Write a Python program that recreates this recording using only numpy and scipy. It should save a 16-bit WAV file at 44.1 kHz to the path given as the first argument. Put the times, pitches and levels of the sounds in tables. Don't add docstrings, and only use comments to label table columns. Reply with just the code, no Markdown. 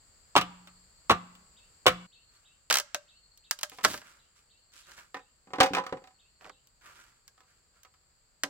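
import sys
import numpy as np
from scipy import signal
from scipy.fft import rfft, irfft, next_fast_len
from scipy.io import wavfile
from scipy.ndimage import uniform_filter1d

SR = 44100
rng = np.random.default_rng(int(sys.argv[2]) if len(sys.argv) > 2 else 0)


def digitize_waveform(pressure):
    field = np.atleast_2d(pressure).T
    bounded = np.clip(field, -1, 1)
    quanta = np.round(bounded * 32767).astype(np.int16)
    wavfile.write(sys.argv[1], SR, quanta)


N = 374409
TIME = np.arange(N) / SR
SCENE_CHANGE_S = 2.07

# lead_in_s, lead_in_db, lead_in_tilt_db_per_octave, bite_delay_s, bite_hz
CLUB_BLOWS = [(.3632, -13, .2, 900, .0098, -18.5, -2.3, .0036, 1110),
              (1.0992, -13, -1.7, 1110, .003, -22, 1, .0085, 1050),
              (1.8652, -12, 1.2, 576, .007, -24, -5, .003, 3000)]
SETTLING = [(.4125, -28, 2, 2980), (.673, -50, 3, 1276), (1.352, -57, 6, 3000)]
CRACKS_AND_KNOCKS = [(2.7005, -25, 0, 3010), (2.7085, -19.5, -.5, 1600), (2.946, -27.5, 0, 595),
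                     (3.375, -57.5, 7.5, 3600), (3.5105, -23.5, 4.3, 1400), (3.6318, -27, 2.7, 606),
                     (3.697, -48.5, 7, 3010), (3.842, -27, -1, 1442), (3.8485, -14.5, -.7, 1116),
                     (3.941, -35.5, -4, 1450), (3.9765, -45.5, 1, 1900), (4.0165, -50.5, -2.5, 1600),
                     (4.917, -51.5, 1, 1600), (4.988, -52, -1, 1600), (6.672, -62, 8, 3000),
                     (7.279, -52, 4.5, 1600), (7.833, -56.5, 7, 1900), (8.435, -24.5, .7, 1900)]
# the four hit columns, length_s, gap_s
CRACK_RUNS = [(2.7262, -22, 2.7, 3000, .085, .0147), (3.589, -44, 3, 4000, .044, .022)]
# the four hit columns, second_end_delay_s, second_end_db
LANDINGS = [(3.718, -49, 1.5, 280, .013, -57.5), (3.786, -42, 2, 1030, .024, -49),
            (3.852, -32.5, -2.5, 290, .025, -48), (5.144, -34, .5, 1830, 0.024, -44),
            (5.472, -53, -3.5, 183, 0.033, -51), (5.5346, -31, -1, 900, .022, -41.5),
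            (5.584, -28.5, -3.5, 290, .012, -36), (5.603, -15.5, 2.3, 497, .028, -21.5),
            (5.608, -11.5, .7, 760, .029, -24), (5.708, -33.5, -12.5, 280, .0265, -39),
            (5.7344, -28, 1.5, 2300, .0145, -25), (5.769, -23.5, -1.5, 930, .014, -26.5),
            (5.838, -42, 1, 1270, .027, -36.5), (5.925, -28.5, -3.5, 493, 0.046, -45),
            (6.04, -51.5, 2, 768, .033, -53.5), (7.378, -61, 2.5, 1277, .027, -58.5),
            (7.849, -54, 3.5, 1296, 0.09, -64.5), (8.437, -36.5, -4.5, 300, 0.017, -54)]
# the four hit columns, length_s, gap_s
KNIFE_DRAGS = [(6.41, -56, -4.5, 2200, 0.024, .011), (6.444, -49.5, -4.5, 2400, 0.049, .0095)]

# pitch_hz, level_db, fade_s
# (a fade time is how long a sound takes to drop by 60 dB)
POLE_NOTES = [(123, -27, 0.59), (179.6, -20.5, .7), (318, -18.5, 0.25), (511, -8.5, .17), (600, -13.5, .13),
              (723, -8.5, 0.19), (860, -2.5, 0.027), (1087, 5, 0.038), (1189, -8, 0.17), (1310, -5, 0.13),
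              (1453, -9, 0.12), (1776, -14, 0.12), (2211, -16, .11), (2680, -12, .06), (3045, -7.5, 0.07)]
SPLIT_NOTES = [(594, -11, 0.17), (631, -14.5, 0.16), (733, -15, 0.093), (1003, -7.5, .05),
               (1266, -2, 0.057), (1520, -3, 0.017), (1608, -3, 0.091), (1980, -5.5, 0.033),
               (2825, -0.5, 0.037), (3130, 2, 0.038), (3608, -12, 0.035), (4617, -5.5, 0.045),
               (6470, -3.5, 0.028)]
HALF_NOTES = [(182.7, -17, .24), (283.4, -12, .19), (400, -5.5, 0.093), (489.3, -4, .17), (531, -10, 0.22),
              (759.6, -0.5, 0.14), (830.3, -10, 0.2), (1007, -3, 0.13), (1145, -5, .08), (1283, -5, 0.13),
              (1830, -10, 0.09), (2250, -21.5, 0.06), (2482, -9.5, 0.074), (4730, -15.5, .06)]
# pitch_hz, level_db, fade_s
POLE_CLATTER = [(30, -21, .15), (69.6, -10, .15), (160, -5.5, .12), (300, -1.5, .1), (550, -1.5, 0.053),
                (1120, 0.5, 0.07), (1829, -6, 0.13), (2987, -2, .06), (4470, -12.5, 0.056),
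                (6950, -19, 0.058), (9986, -27, .06), (15000, -29, 0.044)]
SPLIT_CLATTER = [(30, -29, .08), (120, -27, .08), (302, -13.5, 0.055), (590, -2.5, 0.053),
                 (1360, 1.5, 0.047), (2300, -1, 0.04), (3190, -3.5, 0.04), (5000, -1, .028),
                 (8000, -6, 0.023), (10500, -15, .022), (13500, -17, .02), (15960, -20, .02)]
HALF_CLATTER = [(30, -52, .09), (55.3, -32.5, .1), (95.1, -17, 0.13), (250, -2.5, 0.11), (500, 0, .09),
                (900, 2, 0.11), (1605, 3, 0.077), (2820, -4, 0.065), (4500, -8, 0.038), (6900, -16.5, .045),
                (10000, -32, 0.041), (15000, -30, 0.055)]

# start_s, length_s, scrape_db, crackle_db (before a 7 dB lift)
PUSHES = [(2.27, .3, -71.5, -79), (3.691, 0.18, -75, -65.5), (4.018, 0.19, -58, -67),
          (4.35, 0.088, -69.5, -72), (4.72, .17, -62, -62.5), (4.859, .15, -57.5, -64.5),
          (4.967, .07, -53, -65), (6.402, 0.084, -60.5, -77), (6.811, 0.21, -54, -66.5),
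          (6.947, .2, -64.5, -72), (7.45, .18, -70.5, -79), (7.736, 0.11, -70, -82.5)]
# pitch_hz, level_db
FIBRE_COLOUR = [(60, -7), (200, -4), (600, -11), (1400, -8.5), (2500, -7.5), (4500, -7.5), (8000, -9),
                (11000, -16.5), (16000, -17.5)]
SOIL_COLOUR = [(60, -7), (200, -14.5), (500, -11.5), (800, -11.5), (1400, 1), (2000, -6), (3000, -13),
               (6000, -28)]
SHAVINGS_COLOUR = [(800, -24.5), (2500, 5.5), (4500, 3), (7500, 3), (10000, -5.5), (16000, -12.5)]
AIR_COLOUR = [(25, -3), (55, -8), (120, -15.5), (300, -27.5), (520, -23), (800, -26), (1300, -24),
              (2500, -29), (6000, -37), (10000, -46), (14000, -38.5), (16000, -42.5)]
# start_s, end_s, level_db
TRILLS = [(.66, 1.065, -73.5), (2.08, 2.392, -69), (3.068, 3.481, -68), (4.487, 4.96, -73.5),
          (6.129, 6.56, -75)]
# start_s, level_db
BIRD_CALLS = [(1.55, -60), (2.108, -59), (2.435, -60.5), (3.068, -60.5), (3.425, -61), (4.172, -66),
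              (4.485, -65), (4.815, -62.5), (5.185, -67.5), (6.175, -64), (6.495, -65)]
# pitch_hz, level_db, fade_s
TREE_ECHOES = [(60.13, -8, 0.88), (180, 5.5, 0.99), (400, -4.5, 0.54), (1200, 1, .75), (3000, -2, 0.7),
               (7000, -0.5, 0.46), (15000, -12.5, .3)]
# pitch_hz, likeness (1 means the same)
NEAR_LIKENESS = [(40, 0.9), (250, 0.97), (700, 0.45), (2000, .7), (6000, 0.41), (15000, 0.37)]
FAR_LIKENESS = [(40, 0.73), (250, 0.95), (700, 0.017), (2000, 0.053), (15000, 0.025)]
EDGES_HZ = np.geomspace(24, 17000, 20)
BANDS = [(np.sqrt(low * high), high - low, signal.butter(2, [low, high], "band", fs=SR, output="sos"))
         for low, high in zip(EDGES_HZ, EDGES_HZ[1:])]


def club_blows():
    hits = list(SETTLING)
    for start, level_db, tilt, hz, lead_in_s, lead_in_db, lead_in_tilt, bite_s, bite_hz in CLUB_BLOWS:
        hits += [(start - lead_in_s, lead_in_db, lead_in_tilt, hz),
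                 (start, level_db, tilt, hz),
                 (start + bite_s, level_db - 3, tilt + 1, bite_hz),
                 (start + .0148, level_db - 7, tilt + 1.9, 1250)]
    blows = play_hits(hits, POLE_NOTES, POLE_CLATTER, ring_db=-2, snap=11, note_boost_db=12, detune=.006)
    blows = place(blows, lag_ms=.125, pan_db=-.45)
    blows = forest_echoes(blows, near_db=-15, near_fade_s=.13, far_db=-28.5)
    return blows * np.clip((SCENE_CHANGE_S - TIME) / .01, 0, 1)


def splitting():
    hits = list(CRACKS_AND_KNOCKS) + stick_slip(CRACK_RUNS) + straining_fibres()
    wood = play_hits(hits, SPLIT_NOTES, SPLIT_CLATTER,
                     ring_db=-6, snap=7.4, note_boost_db=7.5, detune=.016)
    split = place(wood + tearing_fibres(), lag_ms=.068, pan_db=-1.65)
    return forest_echoes(split, near_db=-12, near_fade_s=.087, far_db=-30)


def stick_slip(runs, weaken_db=13, fall_octaves=4, tube_note_hz=600):
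    hits = []
    for start, level_db, tilt, first_hz, length, gap in runs:
        for delay in np.arange(0, length, gap):
            progress = delay / length
            jitter_s = gap * rng.normal(0, .02)
            hz = max(first_hz / 2 ** (fall_octaves * progress), tube_note_hz)
            hits.append((start + delay + jitter_s, level_db - weaken_db * progress ** 3, tilt, hz))
    return hits


def straining_fibres(start_s=3.6, length_s=.24, count=3, level_db=-62, growth_db=7, tilt=5.5, hz=3000):
    strains = (np.arange(count) + rng.random(count)) / count
    return [(start_s + strain * length_s, level_db + growth_db * strain ** 2, tilt, hz)
            for strain in strains]


def tearing_fibres(start_s=3.83, rise_s=.015, hold_s=.098, level_db=-40.5, surge_db=13, surge_s=.012):
    t = TIME - start_s - rise_s
    gain = from_db(level_db + surge_db * np.exp(-np.abs(t) / surge_s))
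    rise = np.clip(1 + t / rise_s, 0, 1)
    release = decay(np.clip(t - hold_s, 0, 1), fade_s=.2)
    rip = coloured(tiny_snaps(per_s=2100, spread_db=1), FIBRE_COLOUR, NEAR_LIKENESS)
    return gain * rise * release * rip


def loose_half():
    hits = []
    for start, level_db, tilt, hz, gap, second_db in LANDINGS:
        hits += [(start, level_db, tilt, hz),
                 (start + gap, second_db, tilt + 1.2, hz * 1.02),
                 (start + gap * 2.05, second_db - 10, tilt, hz)]
    bumps = play_hits(hits, HALF_NOTES, HALF_CLATTER, ring_db=1.5, snap=5.5, note_boost_db=9, detune=.006)
    falling = (TIME > 5.45) & (TIME < 6.3)
    fall = place(bumps * falling, lag_ms=-.12, pan_db=-1)
    handling = place(bumps * ~falling, lag_ms=.065, pan_db=-1.5)
    return forest_echoes(fall + handling, near_db=-11, near_fade_s=.13, far_db=-31)


def knife_pickup():
    tip_hit = (6.495, -45.5, -3.5, 1450)
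    ticks = play_hits([tip_hit] + stick_slip(KNIFE_DRAGS), HALF_NOTES, SPLIT_CLATTER,
                      ring_db=-14.5, snap=6, note_boost_db=4, detune=.029, clatter_boost_db=8.5)
    return place(ticks, lag_ms=.044, pan_db=-3)


def dry_litter(rise_share=.25, rise_db=12, fall_db=15):
    gains = np.zeros((2, N))
    for start, length, scrape_db, crackle_db in PUSHES:
        past_peak = np.arange(int(2 * length * SR)) / (length * SR) - rise_share
        swell_db = np.minimum(rise_db * past_peak / rise_share, -fall_db * past_peak / (1 - rise_share))
        add(gains, start, from_db([scrape_db + swell_db, crackle_db + 7 + swell_db]))
    scrape = gains[0] * coloured(tiny_snaps(per_s=3800, spread_db=2.2), SOIL_COLOUR, NEAR_LIKENESS)
    crackle = gains[1] * coloured(tiny_snaps(per_s=1000, spread_db=2), SHAVINGS_COLOUR, NEAR_LIKENESS)
    rustle = place(scrape + crackle, lag_ms=.089, pan_db=-2)
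    return forest_echoes(rustle, near_db=-3, near_fade_s=.12, far_db=-33)


def insects():
    high = background_gain(before_db=-65, after_db=-69.5, loss_db_per_s=.48) * drone(7490, width_hz=1000)
    low = background_gain(before_db=-70, after_db=-75.8, loss_db_per_s=.1) * drone(4550, width_hz=700)
    spells = sum(from_db(level_db) * ((TIME > start) & (TIME < end)) for start, end, level_db in TRILLS)
    beats_s = np.cumsum(rng.uniform(.05, .085, 200))
    throb = 1 + .45 * np.sin(2 * np.pi * np.interp(TIME, beats_s, np.arange(len(beats_s))))
    trill = uniform_filter1d(spells, size=3000) * throb * drone(4367, width_hz=185)
    return place(high + low + trill, lag_ms=0, pan_db=1.9)


def bird(length_s=.13, rise_s=.016, release_s=.04, base_hz=2500, flick_hz=1390, curl_hz=761):
    calls = np.zeros((2, N))
    t = np.arange(0, length_s, 1 / SR)
    flick = np.exp(-((t - .027) / .012) ** 2)
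    tune_hz = base_hz + flick_hz * flick + curl_hz * (t / length_s) ** 2
    shape = np.clip(np.minimum(t / rise_s, (length_s - t) / release_s), 0, 1)
    shape *= from_db(10 * (flick - 1))
    for start, level_db in BIRD_CALLS:
        hz = tune_hz * (1 + rng.normal(0, .02))
        add(calls, start, from_db(level_db) * shape * np.sin(2 * np.pi * np.cumsum(hz) / SR))
    return forest_echoes(calls, near_db=-2, near_fade_s=.28, far_db=-10)


def forest_air():
    hush = coloured(rng.standard_normal((2, N)), AIR_COLOUR, FAR_LIKENESS)
    return background_gain(before_db=-65, after_db=-70, loss_db_per_s=.1) * hush


def forest_echoes(sound, near_db, near_fade_s, far_db):
    t = np.arange(SR) / SR
    noise = rng.standard_normal((2, 2, SR))
    near = far = 0
    for k, (hz, _, band_filter) in enumerate(BANDS):
        level_db, fade_s = at_hz(TREE_ECHOES, hz)
        scatter = signal.sosfilt(band_filter, stereo(noise[k % 2], at_hz(FAR_LIKENESS, hz)[0]))
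        near = near + scatter * decay(t, near_fade_s)
        far = far + from_db(level_db) * scatter * decay(t, fade_s)
    build_up = 1 - decay(t, .033)
    echoes = (from_db(near_db) * unit_level(near) + from_db(far_db) * unit_level(far)) * build_up
    return sound + signal.fftconvolve(sound, echoes / np.sqrt(SR), axes=1)[:, :N]


def play_hits(hits, notes, clatter, ring_db, snap, note_boost_db, detune, clatter_boost_db=4.5):
    track = np.zeros((2, N))
    t = np.arange(int(.6 * SR)) / SR
    burst_samples = SR // 6
    note_hz, note_db, note_fade_s = np.transpose(notes)
    tones = np.sin(2 * np.pi * note_hz[:, None] * t) * decay(t, note_fade_s[:, None])
    fades = [decay(t[:burst_samples], at_hz(clatter, hz)[1]) for hz, _, _ in BANDS]
    for start, level_db, tilt, pitch_hz in hits:
        burst = np.zeros((2, len(t)))
        noise = rng.standard_normal((2, 2, burst_samples))
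        for k, (hz, width_hz, band_filter) in enumerate(BANDS):
            push = stereo(noise[k % 2], at_hz(NEAR_LIKENESS, hz)[0]) * fades[k]
            push[:, 0] += snap * (-1) ** k
            boost_db = clatter_boost_db * closeness(hz, pitch_hz, octaves=.32)
            gain = np.sqrt(width_hz) * from_db(at_hz(clatter, hz)[0] + boost_db + tilt * np.log2(hz))
            burst[:, :burst_samples] += gain * unit_level(signal.sosfilt(band_filter, push))
        boost_db = note_boost_db * closeness(note_hz, pitch_hz, octaves=.25)
        chance_db = rng.normal(0, .59, (2, len(notes)))
        strengths = from_db(note_db + boost_db + tilt * np.log2(note_hz) + chance_db)
        ring = (strengths * rng.choice([-1, 1], len(notes))) @ tones
        speed = 1 + detune * rng.standard_normal()
        ring = np.array([np.interp(t * speed, t, side) for side in ring])
        sound = unit_level(unit_level(burst) + from_db(ring_db - .8 * tilt) * unit_level(ring))
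        add(track, start, from_db(level_db) * np.sqrt(.01 / t[-1]) * sound)
    return track


def tiny_snaps(per_s, spread_db):
    sizes = from_db(spread_db * np.minimum(rng.exponential(1, N), 4))
    return (rng.random(N) < per_s / SR) * sizes * rng.standard_normal((2, N))


def drone(hz, width_hz):
    peak = signal.iirpeak(hz, hz / width_hz, fs=SR)
    once = signal.lfilter(*peak, rng.standard_normal((2, N)))
    return unit_level(signal.lfilter(*peak, once))


def background_gain(before_db, after_db, loss_db_per_s):
    since_s = TIME - SCENE_CHANGE_S
    return from_db(np.where(since_s < 0, before_db, after_db - loss_db_per_s * since_s))


def coloured(noise, colour, likeness):
    size = next_fast_len(N)
    hz = np.fft.rfftfreq(size, 1 / SR) + 1
    spectrum = stereo(rfft(noise, size), at_hz(likeness, hz)[0])
    gains = from_db(at_hz(colour, hz)[0]) * (hz > EDGES_HZ[0])
    return unit_level(irfft(spectrum * gains, size)[:, :N])


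def place(sound, lag_ms, pan_db):
    size = next_fast_len(N + 64)
    delay = np.exp(-2j * np.pi * np.fft.rfftfreq(size, 1 / SR) * lag_ms / 1000)
    left = irfft(rfft(sound[0], size) * delay, size)[:N]
    return np.array([left * from_db(pan_db / 2), sound[1] * from_db(-pan_db / 2)])


def stereo(noises, likeness):
    return np.sqrt(1 + likeness) * noises[0] + np.sqrt(1 - likeness) * noises[1] * np.array([[1], [-1]])


def closeness(hz, pitch_hz, octaves):
    return np.exp(-(np.log2(hz / pitch_hz) / octaves) ** 2)


def at_hz(table, hz):
    row_hz, *columns = np.transpose(table)
    return [np.interp(np.log(hz), np.log(row_hz), column) for column in columns]


def decay(t, fade_s):
    return np.exp(-np.log(1000) * t / fade_s) + 1e-12


def add(track, start_s, sound):
    i = round(start_s * SR)
    track[..., i:i + sound.shape[-1]] += sound[..., :N - i]


def from_db(db):
    return 10 ** (np.asarray(db) / 20)


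def unit_level(sound):
    return sound / np.sqrt(np.mean(sound ** 2) + 1e-30)


def scene():
    work = club_blows() + splitting() + loose_half() + knife_pickup() + dry_litter()
    return work + insects() + bird() + forest_air()


def record(dry):
    bass_cut = signal.butter(1, 38, "high", fs=SR, output="sos")
    treble_cut = signal.cheby2(16, 60, 16900, fs=SR, output="sos")
    return signal.sosfilt(treble_cut, np.tanh(signal.sosfilt(bass_cut, dry)))


dry = scene()
out = record(dry)
digitize_waveform(out)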